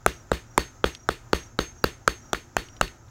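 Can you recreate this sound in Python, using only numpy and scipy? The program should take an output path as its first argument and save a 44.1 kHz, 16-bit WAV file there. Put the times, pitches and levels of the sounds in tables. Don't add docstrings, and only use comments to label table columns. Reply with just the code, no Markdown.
import sys
import numpy as np
from scipy import signal
from scipy.fft import rfft, irfft
from scipy.io import wavfile

SR = 44100
rng = np.random.default_rng(int(sys.argv[2]) if len(sys.argv) > 2 else 0)


def pcm_store(signal):
    levels = np.round(np.clip(np.atleast_2d(signal), -1, 1) * 32767)
    wavfile.write(sys.argv[1], SR, levels.astype(np.int16).T)


N = 136710


def amp(db):
    return 10 ** (np.asarray(db) / 20)


def unit(x):
    return x / np.sqrt(np.mean(x ** 2) + 1e-20)


def read(points, hz):
    f, value = np.transpose(points)
    return np.interp(np.log(hz + 1), np.log(f + 1), value)


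def add(mix, start, sound):
    part = mix[max(round(start * SR), 0):][:len(sound)]
    part += sound[:len(part)]


def noise(spectrum, size):
    gain = amp(read(spectrum, np.fft.rfftfreq(size, 1 / SR)))
    return unit(irfft(rfft(rng.standard_normal(size)) * gain, size))


def envelope(t, rise, t60):
    t = np.maximum(t, 0)
    return (1 - np.exp(-(t / rise) ** 2)) * np.exp(-np.log(1000) * t / t60)


def mode(t, hz, rise, t60):
    return envelope(t, rise, t60) * np.sin(2 * np.pi * hz * t)


def modes(t, table, rise):
    return sum(amp(db) * mode(t, hz, rise, t60) for hz, db, t60 in table)


def background():
    # f/Hz, relative level/dB
    air_spectrum = [(15, -25), (25, -3), (123, -2.5), (166, -16), (256, -16.5), (285, -13), (335, -17),
                    (463, -19.5), (887, -17.5), (1160, -24), (1260, -16), (2220, -31), (2410, -32),
                    (2990, -35.5), (4490, -37), (5570, -28.5), (7110, -26), (8360, -47.5), (16000, -44)]
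    # f/Hz, level/dB, half-width/Hz
    drone_bands = [(111.9, -56, 16.4), (237.7, -64, 14.5), (350, -66, 16)]
    swell_db = noise([(0, 0), (6, 0), (20, -60), (100, -150)], N)
    out = amp(-51 + swell_db) * noise(air_spectrum, N)
    f = np.fft.rfftfreq(N, 1 / SR)
    for hz, db, width in drone_bands:
        band = rfft(rng.standard_normal(N)) / (1 + ((f - hz) / width) ** 2)
        out += amp(db) * unit(irfft(band, N))
    return out


def cricket():
    # t/s, level/dB
    chirps = [(.056, -53.5), (.464, -55.5), (0.887, -52), (1.318, -51.5), (1.742, -54.5), (2.178, -52.5),
              (2.62, -52)]
    pitch_hz, fall_hz, stroke_s, period_s = 5745, 82.4, 0.027, 0.0347
    progress = np.arange(0, stroke_s, 1 / SR) / stroke_s
    hz = pitch_hz + fall_hz * (0.5 - progress)
    stroke = np.sin(np.pi * progress) * np.sin(2 * np.pi * np.cumsum(hz) / SR)
    out = np.zeros(N)
    for start, db in chirps:
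        for k, stroke_db in enumerate([-9, 0, 0, 0, 0]):
            add(out, start + k * period_s, amp(db + stroke_db) * stroke)
    return out


def handle_knock(t, hz):
    return -mode(t, hz, rise=0.0004, t60=0.0065)


def rock_clack(t, hz):
    # frequency ratio, level/dB, T60/s
    rock_modes = [(1.002, 2.5, 0.0089), (1.148, -14, 0.02)]
    return -sum(amp(db) * mode(t, hz * ratio, rise=0.00072, t60=t60) for ratio, db, t60 in rock_modes)


def stone_grit(t, hz):
    # f/Hz, relative level/dB
    grit_spectrum = [(300, 7), (1400, -13.5), (2000, -6), (2700, -0.5), (3700, -4), (5200, -8.5),
                     (7000, -18.5), (16000, -28)]
    crunch = amp(7) * noise(grit_spectrum, len(t)) * envelope(t, rise=0.00075, t60=0.015)
    return crunch + amp(16.5) * mode(t, hz, rise=0.00075, t60=0.0054)


def overload_snap(t, hz):
    # f/Hz, relative level/dB
    fizz_spectrum = [(2000, -48), (5500, -11), (7500, 8), (9000, -14), (11000, -3.5), (13000, -13),
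                     (14800, -2), (17000, -21)]
    fizz = amp(8.5) * noise(fizz_spectrum, len(t)) * envelope(t, rise=0.00058, t60=0.0045)
    return fizz + amp(15) * mode(t, hz, rise=0.00008, t60=0.0017)


def steel_ring(t, clink_db, ring_db):
    # f/Hz, level/dB, T60/s
    clink_modes = [(954, -13, .2), (1494, -2, 0.36), (1803, -4.5, 0.26), (1850, 5.5, 0.24),
                   (3775, -8, 0.33), (4350, 7, 0.21), (4457, 14, 0.14)]
    # f/Hz, level/dB, T60/s
    close_pair = [(6389, 8, 0.44), (6399, -2, 0.63)]
    clink = amp(clink_db) * modes(t, clink_modes, rise=0.016)
    return clink + amp(ring_db) * modes(t, close_pair, rise=0.016)


def rock_thud(t):
    # f/Hz, level/dB, T60/s
    thud_modes = [(388, 0, 0.0089), (191, -14.5, 0.013)]
    return modes(t, thud_modes, rise=0.00088)


def woods_echo(t):
    # f/Hz, relative level/dB
    echo_spectrum = [(60, 1), (200, 0), (380, 12.5), (700, 1), (1100, 1), (1800, 0.5), (2600, -2),
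                     (3800, -4), (5500, -12), (8000, -14), (11000, -20.5), (15500, -17), (17000, -51)]
    # f/Hz, T60/s
    decay_times = [(200, 0.22), (800, 0.14), (2000, 0.27), (4000, 0.25), (8000, 0.29), (15000, 0.19)]
    hz, frame_s, bands = signal.stft(noise(echo_spectrum, len(t)), SR, nperseg=256)
    decay = np.exp(-np.log(1000) * frame_s / read(decay_times, hz)[:, None])
    tail = signal.istft(bands * decay, SR, nperseg=256)[1][:len(t)]
    build_up = 1 - np.exp(-(t / 0.0051) ** 2)
    return amp(6.5) * tail * build_up


def ground_bump(t, hz):
    # f/Hz, level/dB, T60/s
    ground_modes = [(88, -9.5, 0.062), (163.8, -12, 0.18), (341, -16.5, 0.083)]
    return mode(t, hz, rise=0.0022, t60=0.14) + modes(t, ground_modes, rise=0.0022)


def chip_tick(hz):
    t = np.arange(2048) / SR
    slope_db_per_octave = 16
    spectrum = [(hz * 2.0 ** octave, -slope_db_per_octave * abs(octave)) for octave in (-3, 0, 3)]
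    return noise(spectrum, len(t)) * envelope(t, rise=0.00031, t60=0.021)


def scene():
    # t/s; knock level/dB, f/Hz; clack level/dB, f/Hz; thud level/dB, lag/s;
    # grit, overload snap and bump, each level/dB, f/Hz; clink, ring and echo, each level/dB
    blows = [ (0.0626, 7, 657, 4.5, 1280, -2.5, .003, -24, 3400, -16, 9500, -24, 62, -72, -52.5, -37),
             (0.3165, .5, 650, -5, 1300, 1, 0.0023, -29, 3720, -33.5, 8000, -20.5, 64, -52, -55.5, -37),
             (0.5782, 7, 1010, -7.5, 1470, 0.5, 0.0032, -19, 2140, -16, 8400, -22.5, 63.7, -42, -47, -36),
             (.8416, -1, 850, -3, 1216, 4, 0.002, -18.5, 3330, -35.5, 5540, -21.5, 62.5, -49, -48.5, -35.5),
             (1.089, -1.5, 945, -2, 1250, -.5, 0.0025, -24, 3880, -28.5, 7400, -28.5, 69, -50, -61, -38.5),
             (1.3314, -1, 927, -3, 1214, 3.5, 0.002, -20, 4500, -28.5, 7500, -21.5, 64, -47, -46.5, -35.5),
             (1.5894, -6, 550, -5.5, 1324, -2.5, .0026, -18.5, 3930, -34.5, 7000, -24.5, 56, -45, -42, -36.5),
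             (1.841, -2, 614, -1, 1344, 2.5, .0025, -17, 4620, -26, 14600, -25, 68, -49.5, -51, -37),
             (2.0773, -2, 530, 5, 1336, -4, 0.00246, -19.5, 4900, -17.5, 7230, -27.5, 58, -46, -47.5, -38),
             (2.3316, -1, 825, -6.5, 1193, -6, 0.0029, -23, 3500, -22, 6400, -32.5, 51.6, -50, -54, -40),
             (2.567, 1, 718, -4, 1530, -21, 0.0031, -24, 2490, -23, 6700, -28, 48, -47.5, -55, -39),
             (2.812, 2.5, 684, 1, 1290, -13, 0.0037, -17.5, 2760, -19, 7100, -22.5, 45.6, -43.5, -53, -38)]
    # t/s, level/dB, centre f/Hz
    chips = [(0.9492, -31, 3430), (2.3469, -23, 1480), (2.686, -43, 3030), (2.7656, -44, 2900),
             (2.8782, -32, 2850), (3.083, -59, 3500)]
    echo_lag_s, ground_lag_s = 0.008, 0.0112
    t = np.arange(16384) / SR
    out = background() + cricket()
    common_echo = woods_echo(t)
    for (start, knock_db, knock_hz, clack_db, clack_hz, thud_db, thud_lag_s, grit_db, grit_hz,
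         snap_db, snap_hz, bump_db, bump_hz, clink_db, ring_db, echo_db) in blows:
        blow = amp(knock_db) * handle_knock(t, knock_hz)
        blow += amp(clack_db) * rock_clack(t, clack_hz)
        blow += amp(grit_db) * stone_grit(t, grit_hz)
        blow += amp(snap_db) * overload_snap(t, snap_hz)
        blow += steel_ring(t, clink_db, ring_db)
        blow += amp(thud_db) * rock_thud(t - thud_lag_s)
        echo = common_echo + amp(-4.5) * woods_echo(t)
        add(blow, echo_lag_s, amp(echo_db) * echo)
        blow += amp(bump_db) * ground_bump(t - ground_lag_s, bump_hz)
        add(out, start, blow)
    for start, db, hz in chips:
        add(out, start, amp(db) * chip_tick(hz))
    return out[None]


def record(dry):
    ceiling, cutoff_hz = 0.74, 16500
    clipped = dry / (1 + (dry / ceiling) ** 8) ** (1 / 8)
    low_pass = signal.firwin(255, cutoff_hz, window=("kaiser", 9), fs=SR)
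    return signal.oaconvolve(clipped, low_pass[None], "same")


dry = scene()
out = record(dry)
pcm_store(out)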